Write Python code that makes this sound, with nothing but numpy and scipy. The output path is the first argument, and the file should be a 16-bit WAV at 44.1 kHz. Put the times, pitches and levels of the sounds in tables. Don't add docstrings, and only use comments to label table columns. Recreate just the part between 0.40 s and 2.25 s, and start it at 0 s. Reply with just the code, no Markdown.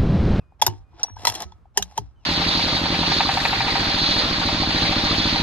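import sys
import numpy as np
from scipy import signal
from scipy.fft import rfft, irfft, next_fast_len
from scipy.io import wavfile

SR = 44100
rng = np.random.default_rng(int(sys.argv[2]) if len(sys.argv) > 2 else 0)


def volts_from_db(level):
    exponent = np.asarray(level, float) / 20
    return 10 ** exponent


def to_wav(s):
    ch = np.atleast_2d(s).T
    pcm = np.round(np.clip(ch, -1, 1) * 32767)
    wavfile.write(sys.argv[1], SR, pcm.astype(np.int16))


N = 81585

# time in seconds, stock peak in dB, steel peak in dB, flurry length in seconds, stock pitch in Hz.
LIFT_BLOWS = [
    (.122, -53, -73, 0.0018, 780),
    (.2165, -27.5, -13, 0.0027, 850),
    (.2215, -9.5, -6.5, 0.0044, 872),
]
CAM_BLOWS = [
    (.2655, -20, -8.5, 0.0047, 874),
    (.278, -22.5, -27, 0.0036, 911),
    (.337, -46.5, -47, 0.0009, 896),
]
DRAW_BLOWS = [
    (.532, -56.5, -69.5, 0.0035, 910),
    (.5965, -68, -39, 0.0037, 801),
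    (.6325, -40, -18, 0.0059, 752),
    (.646, -32, -44, 0.0033, 798),
    (.684, -39.5, -61, 0.0013, 904),
    (.697, -43, -51, 0.0014, 930),
    (.767, -35.5, -41, 0.0025, 877),
]
STOP_BLOWS = [(.852, -20.5, -12.5, .003, 958), (.871, -19, -6, 0.0051, 952),
              (.881, -26.5, -13.5, 0.0041, 792), (.8895, -28.5, -19.5, 0.0052, 900),
              (.899, -36, -19, 0.003, 740), (.922, -56, -28, 0.0043, 800), (.941, -55, -29, .003, 880),
              (.952, -43.5, -23, .011, 763), (1.004, -55, -25.5, 0.0023, 844),
              (1.021, -31.5, -23.5, 0.0083, 829), (1.121, -45.5, -42.5, 0.0032, 866),
              (1.255, -50.5, -62, 0.0035, 800)]
PUSH_BLOWS = [
    (1.363, -42.5, -45.5, 0.0026, 780),
    (1.3745, -21.5, -6, 0.0032, 854),
    (1.387, -34.5, -34, 0.0044, 843),
    (1.396, -32.5, -38.5, .005, 786),
    (1.4245, -57, -17, 0.0034, 810),
]
LOCK_BLOWS = [
    (1.578, -17.5, -20, 0.00758, 883.6),
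]
# pitch in Hz, level in dB, time to fall 60 dB in seconds.
LIFT_STEEL = [(1724, -11.5, 0.09), (2047, -13, 0.045), (3430, 1, 0.24), (3340, -1.5, 0.12),
              (3730, -5.5, 0.057), (5650, -10, 0.089), (6483, 0.5, 0.087), (10300, -11.5, 0.0067),
              (11900, -7.5, 0.032)]
# pitch in Hz, level in dB, time to fall 60 dB in seconds.
CAM_STEEL = [(1495, -2, 0.013), (1730, -7.5, .04), (2950, -3, 0.031), (3730, 0, 0.057), (5503, 4.5, 0.0067),
             (7000, 3.5, 0.0051), (9400, -7.5, 0.0083), (11650, 2.5, 0.015)]
# pitch in Hz, level in dB, time to fall 60 dB in seconds.
DRAW_STEEL = [(1474, -14, 0.0098), (1910, -17, 0.0051), (3300, -10, 0.051), (4040, -10.5, 0.04),
              (5000, -29, 0.02), (5780, 0.5, 0.046), (6230, -7, 0.15)]
# pitch in Hz, level in dB, time to fall 60 dB in seconds.
STOP_STEEL = [(1330, -13.5, 0.06), (1946, -5.5, .03), (2420, -24, .025), (3350, -3, 0.075),
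              (3437, -0.5, 0.075), (4110, 2.5, 0.09), (5600, 2.5, 0.021), (7550, -3.5, 0.0043),
              (11020, -8, 0.0063)]
# pitch in Hz, level in dB, time to fall 60 dB in seconds.
PUSH_STEEL = [(1800, -2.5, .02), (3177, 7.5, 0.034), (4470, -21, 0.025), (5150, 5.5, 0.031),
              (6320, 8.5, 0.022), (6770, 6, 0.005), (9560, -5, .005), (11670, 1, 0.015)]
# pitch in Hz, level in dB, time to fall 60 dB in seconds.
LOCK_STEEL = [(1490, -20, 0.037), (2000, -13.5, 0.023), (3200, -1.5, 0.032), (4040, -0.5, 0.019),
              (5010, -2, .015), (6120, -6, 0.0092)]
# share of the blow's pitch, level in dB, time to fall 60 dB in seconds.
STOCK = [(.5, -24, .04), (.7, -14, .025), (.87, -9, .04), (1, 2, .06), (1.27, -14, .02)]
# frequency in Hz, level in dB per Hz.
CRACK = [(500, -38), (1200, -2.5), (3300, -4), (5500, 12), (8500, 1), (12000, -3.5), (14200, -15.5),
         (15600, -53)]
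# start in seconds, level in dB, pitch
# in Hz, time to fall 60 dB in seconds.
RINGS = [(0.631, -10, 5780, 0.026), (1.373, -11, 3130, 0.012), (1.375, -19.5, 5350, 0.0089),
         (.218, -20.5, 3300, .03), (1.578, -28.5, 3200, 0.032), (.222, -25, 640, 0.023),
         (1.4253, -12, 3754, 0.0089), (1.4244, -28, 3200, 0.018), (.27, -50.5, 779, 0.43),
         (0.5945, -40.5, 1410, 0.027), (.697, -45.5, 1700, 0.013), (0.85, -15.5, 1300, 0.013),
         (.852, -25, 2000, 0.028), (0.87, -24, 2058, .03), (.875, -33.5, 580, 0.047),
         (1.374, -13, 1800, 0.012), (1.375, -28.5, 404, 0.09), (1.4242, -30, 1550, 0.0058),
         (1.578, -33.5, 409, 0.091), (.28, -41, 2920, 0.086), (0.771, -48.5, 1580, 0.05),
         (1.061, -65, 1295, 0.44),
         (.64, -44, 5830, .4),
    (1.378, -38, 2880, .12),
    (1.022, -52, 6200, .15),
    (.29, -46, 900, .25),
]
# start in seconds, end in seconds, level at start in dB, level at end in dB.
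STROKES = [(0.191, 0.211, -62.5, -50), (0.221, 0.282, -40.5, -50), (0.261, 0.447, -42.5, -86.5),
           (0.48, 0.629, -89, -45.5), (0.64, 0.755, -55.5, -75.5), (0.755, 0.868, -62, -42.5),
           (0.854, 0.941, -33.5, -53), (0.932, 1.047, -45, -48), (1.009, 1.193, -51, -87.5),
           (1.338, 1.388, -76, -43), (1.369, 1.481, -42, -70.5), (1.468, 1.595, -66.5, -58),
           (1.561, 1.752, -54, -90), (1.785, 1.904, -84.5, -59.5)]
STROKE_CUT_HZ = [5000, 9000, 9020, 4550, 6960, 12000, 14000, 14000, 6720, 9040, 12000, 12400, 6950, 6190]
# frequency in Hz, level in dB per Hz.
SLIDE_COLOUR = [(200, -24.5), (400, -14), (800, 10), (1300, -4.5), (3300, -9.5), (6000, -5.5), (12000, -32),
                (15000, -26.5)]
# level in dB, time to fall 60 dB in seconds.
THUDS = [(-35.5, 0.36), (-22, 0.27), (-30, 0.22), (-30.5, 0.13), (-34.5, 0.215), (-39.5, 1), (-39.5, 0.23),
         (-27.5, 0.16), (-40, 0.6), (-28.5, 0.18), (-45, 0.18), (-36, 0.27), (-33.5, 0.416), (-35.5, 0.624),
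         (-29.5, 0.24), (-38, 0.19), (-40.5, 0.18), (-38.5, 0.14), (-35.5, 0.027), (-42, 0.2),
         (-49.5, 0.21), (-46.5, 0.17), (-50.5, 0.17)]
THUD_S = [.23, .275, .268, .275, .38, .705, .72, .885, .84, 1.045, 1.05, 1.39, 1.39, 1.6, 1.585, 1.578,
          1.67, .32, .7, .95, 1.055, 1.61, .54]
THUD_HZ = [95, 101, 360, 160, 50, 97, 60, 100, 66, 66, 185, 186, 66, 62, 110, 200, 56, 300, 270, 330, 370,
           290, 330]
# start in seconds, length in seconds, level in dB, start pitch in Hz, fall in Hz.
WHISTLES = [
    (0, .03, -68, 2680, 250),
    (0, .15, -75, 2470, 10),
    (.44, .14, -76, 2460, 10),
    (.675, .04, -66, 2380, 10),
    (1.76, .11, -72, 3060, 1300),
]
# frequency in Hz, level in dB per Hz.
AIR = [(30, -26.5), (55, -8), (120, 0), (250, -20), (600, -29), (1300, -28.5), (2000, -40), (15000, -63.5)]

STAGES = [(LIFT_BLOWS, LIFT_STEEL), (CAM_BLOWS, CAM_STEEL), (DRAW_BLOWS, DRAW_STEEL),
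          (STOP_BLOWS, STOP_STEEL), (PUSH_BLOWS, PUSH_STEEL), (LOCK_BLOWS, LOCK_STEEL)]
RISE_SHARE, CONTACTS_PER_S = 0.31, 6100
STRIKE_SPREAD_DB, STRIKE_DETUNE = 3, .008
GRIP_T60_S, GRIP_LEAVES_DB = .017, -13
TAIL_DB, TAIL_T60_S, TAIL_CUT_HZ = -19.5, 0.076, 6500
FAINT_CUT_HZ, CUT_DB_PER_OCTAVE = 2900, 10
STOCK_SWELL, STOCK_ROUGH = 0.58, .12
RUB_RING_DB, RUB_PER_S, JUDDER_DB = -2, 3100, 3.5
THUD_RISE_CYCLES, THUD_SIDE_DB, THUD_SAG, THUD_ROUGH = 0.73, -0.5, 0.022, .6
OVERTONE_DB, FALL_POWER = -17, 2.7
AIR_DB, GUST_DB, AIR_ALIKE = -57, 2, .5
PORT_LAG_S, PAN_DB, DIFFUSE_DB = 7e-5, 0.4, -8
RUMBLE_CUT_HZ, CUTOFF_HZ, TOP = 36, 16300, .88
OPPOSITE = np.array([[1], [-1]])


def rms_one(x):
    return x / np.sqrt(np.mean(x ** 2) + 1e-30)


def peak_one(x):
    return x / (np.max(np.abs(x)) + 1e-30)


def colour(x, points):
    hz, db = np.transpose(points)
    grid = np.log(np.arange(1, 514) * SR / 1026)
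    ceps = irfft(np.interp(grid, np.log(hz), db) * np.log(10) / 20)
    ceps[1:512] *= 2
    ceps[513:] = 0
    response = irfft(np.exp(rfft(ceps)))
    response = response.reshape((1,) * (x.ndim - 1) + (-1,))
    return signal.fftconvolve(x, response, axes=-1)[..., :x.shape[-1]]


def ring(x, hz, t60):
    r = volts_from_db(-60 / (max(t60, .004) * SR))
    w = 2 * np.pi * hz / SR
    return signal.lfilter([0, np.sin(w)], [1, -2 * r * np.cos(w), r * r], x + 1e-18)


def body(x, modes, longest):
    out = np.zeros(len(x))
    for hz, db, t60 in modes:
        louder, sharper = rng.standard_normal(2)
        tone = ring(x, hz * (1 + STRIKE_DETUNE * sharper), min(t60, longest))
        out += volts_from_db(db + STRIKE_SPREAD_DB * louder) * peak_one(tone)
    return out


def stock_modes(pitch_hz):
    return [(share * pitch_hz, db, t60) for share, db, t60 in STOCK]


def grit(size, per_s, spread_db):
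    chance, luck = rng.random((2, size))
    height = volts_from_db(-spread_db * np.log(np.maximum(luck, .02)))
    return (chance < per_s / SR) * height * rng.choice([-1, 1], size)


def add(out, s, x):
    i = int(s * SR)
    out[..., i:i + x.shape[-1]] += x[..., :out.shape[-1] - i]


def blow(steel, stock_db, bright_db, flurry, hz):
    t = np.arange(SR // 4) / SR
    rise = RISE_SHARE * flurry
    shape = np.where(t < rise, (t / rise) ** 0.97, np.exp(-(t - rise) / flurry * 1.5))
    hits = shape * (grit(len(t), CONTACTS_PER_S, 2.2) + .5 * rng.standard_normal(len(t)))
    choke = volts_from_db(-60 * np.maximum(t - rise - flurry, 0) / GRIP_T60_S) + volts_from_db(GRIP_LEAVES_DB)

    r = np.exp(-2 * np.pi * TAIL_CUT_HZ / SR)
    rattle = signal.lfilter([1 - r], [1, -r], rng.standard_normal(len(t)))
    tail = np.minimum(t / rise, 1) * volts_from_db(TAIL_DB - 60 * t / TAIL_T60_S) * rattle
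    crack = peak_one(colour(peak_one(hits * shape) + tail, CRACK))
    bright = volts_from_db(-4) * peak_one(choke * body(hits, steel, .03)) + volts_from_db(-2) * crack

    cut_hz = min(FAINT_CUT_HZ * 2 ** ((bright_db + 48) / CUT_DB_PER_OCTAVE), .45 * SR)
    bright = signal.lfilter(*signal.butter(2, max(cut_hz, 1500), fs=SR), bright)

    swell = np.sin(np.pi / 2 * np.minimum(t / (rise + STOCK_SWELL * flurry), 1)) ** 2
    knock = np.r_[1., t[1:] * 0] + STOCK_ROUGH * peak_one(hits)
    stock = swell * choke * body(knock, stock_modes(hz), .08)
    return volts_from_db(bright_db) * bright + volts_from_db(stock_db) * peak_one(stock)


def blows():
    out = np.zeros(N)
    for rows, steel in STAGES:
        for s, stock_db, bright_db, flurry, hz in rows:
            add(out, s - RISE_SHARE * flurry, blow(steel, stock_db, bright_db, flurry, hz))
    out = signal.sosfilt(signal.butter(3, 420, "high", fs=SR, output="sos"), out)

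    t = np.arange(SR // 4) / SR
    click = np.r_[1., t[1:] * 0]
    for s, db, hz, t60 in RINGS:
        add(out, s, volts_from_db(db) * ring(click, hz, t60) * np.minimum(t / 0.0019, 1))
    return out


def slide():
    t = np.arange(N) / SR
    points = N // 150 + 2
    judder = np.interp(np.arange(N) / 150, np.arange(points), rng.standard_normal(points))
    rub = grit(N, RUB_PER_S, 3.5) + .8 * rng.standard_normal(N)
    rub = rub * volts_from_db(JUDDER_DB * judder)
    steel = rms_one(body(rub, STOP_STEEL, .007))
    stock = rms_one(body(rub, stock_modes(850), .03))
    sound = rms_one(colour(rub, SLIDE_COLOUR)) + volts_from_db(RUB_RING_DB) * (.5 * steel + stock)

    out = np.zeros(N)
    for (start, end, db_start, db_end), cut_hz in zip(STROKES, STROKE_CUT_HZ):
        fade = np.clip(np.minimum(t - start, end - t) / .008, 0, 1)
        press = volts_from_db(np.interp(t, [start, end], [db_start, db_end])) * fade
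        out += press * signal.lfilter(*signal.butter(2, cut_hz, fs=SR), sound)
    return out


def bench():
    out, t = np.zeros((2, N)), np.arange(SR // 2) / SR
    for s, hz, (db, t60) in zip(THUD_S, THUD_HZ, THUDS):
        a, b = rng.uniform(0, 2 * np.pi, 2)
        shape = volts_from_db(db - 60 * t / t60) * (1 - np.exp(-(t * hz / THUD_RISE_CYCLES) ** 2))
        rough = THUD_ROUGH * rng.standard_normal((2, 200))
        wobble = [np.interp(t * hz / 2, np.arange(200), v) for v in rough]
        w = 2 * np.pi * hz * np.cumsum(1 - THUD_SAG * t / t60 * 2) / SR
        shared = np.sin(w + a + wobble[0])
        side = volts_from_db(THUD_SIDE_DB) * np.sin(1.15 * w + b + wobble[1])
        add(out, s, shape * (shared + side * OPPOSITE))
    return out


def birds():
    out = np.zeros(N)
    for s, length, db, hz, fall_hz in WHISTLES:
        u = np.arange(int(length * SR)) / (length * SR)
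        w = 2 * np.pi * np.cumsum(hz - fall_hz * u ** FALL_POWER) / SR
        tone = np.sin(w) + volts_from_db(OVERTONE_DB) * np.sin(2 * w)
        add(out, s, volts_from_db(db) * np.sin(np.pi * u) ** 0.057 * tone)
    return out


def air():
    mid, side = rms_one(colour(rng.standard_normal((2, N + 2000)), AIR)[:, 2000:])
    gust = signal.lfilter([1], [1, -1.6, .64], rng.standard_normal(N // 400 + 60))
    gust = rms_one(gust[50:])
    gust = np.interp(np.arange(N) / 400, np.arange(len(gust)), gust)
    noise = np.sqrt(1 + AIR_ALIKE) * mid + np.sqrt(1 - AIR_ALIKE) * side * OPPOSITE
    return volts_from_db(AIR_DB + GUST_DB * gust) * noise


def ports(x):
    size = next_fast_len(N + 4096)
    turns = np.arange(size // 2 + 1) / size * SR * PORT_LAG_S
    late = irfft(rfft(x, size) * np.exp(-2j * np.pi * turns), size)[:N]
    direct = np.array([x * volts_from_db(PAN_DB), late * volts_from_db(-PAN_DB)])

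    t = np.arange(SR // 20) / SR
    scatter = rng.standard_normal((2, len(t))) * volts_from_db(-60 * t / 0.038) * (t > .001)
    scatter = signal.lfilter(*signal.butter(1, 1200, "high", fs=SR), scatter)
    scatter = scatter / np.sqrt(np.sum(scatter ** 2) / 2)
    return direct + volts_from_db(DIFFUSE_DB) * signal.fftconvolve(x[None], scatter, axes=1)[:, :N]


def scene():
    rifle = blows() + slide()
    return volts_from_db(5.5) * ports(rifle) + bench() + birds() + air()


def low_pass(x):
    return signal.sosfilt(signal.butter(12, 16540, fs=SR, output="sos"), x)


def record(dry):
    steady = signal.lfilter(*signal.butter(2, RUMBLE_CUT_HZ, "high", fs=SR), dry)
    rounded = TOP * np.tanh(steady / TOP)
    mix = signal.sosfilt(signal.cheby2(10, 60, CUTOFF_HZ, fs=SR, output="sos"), rounded)
    return low_pass(mix)


dry = scene()
out = record(dry)
to_wav(out)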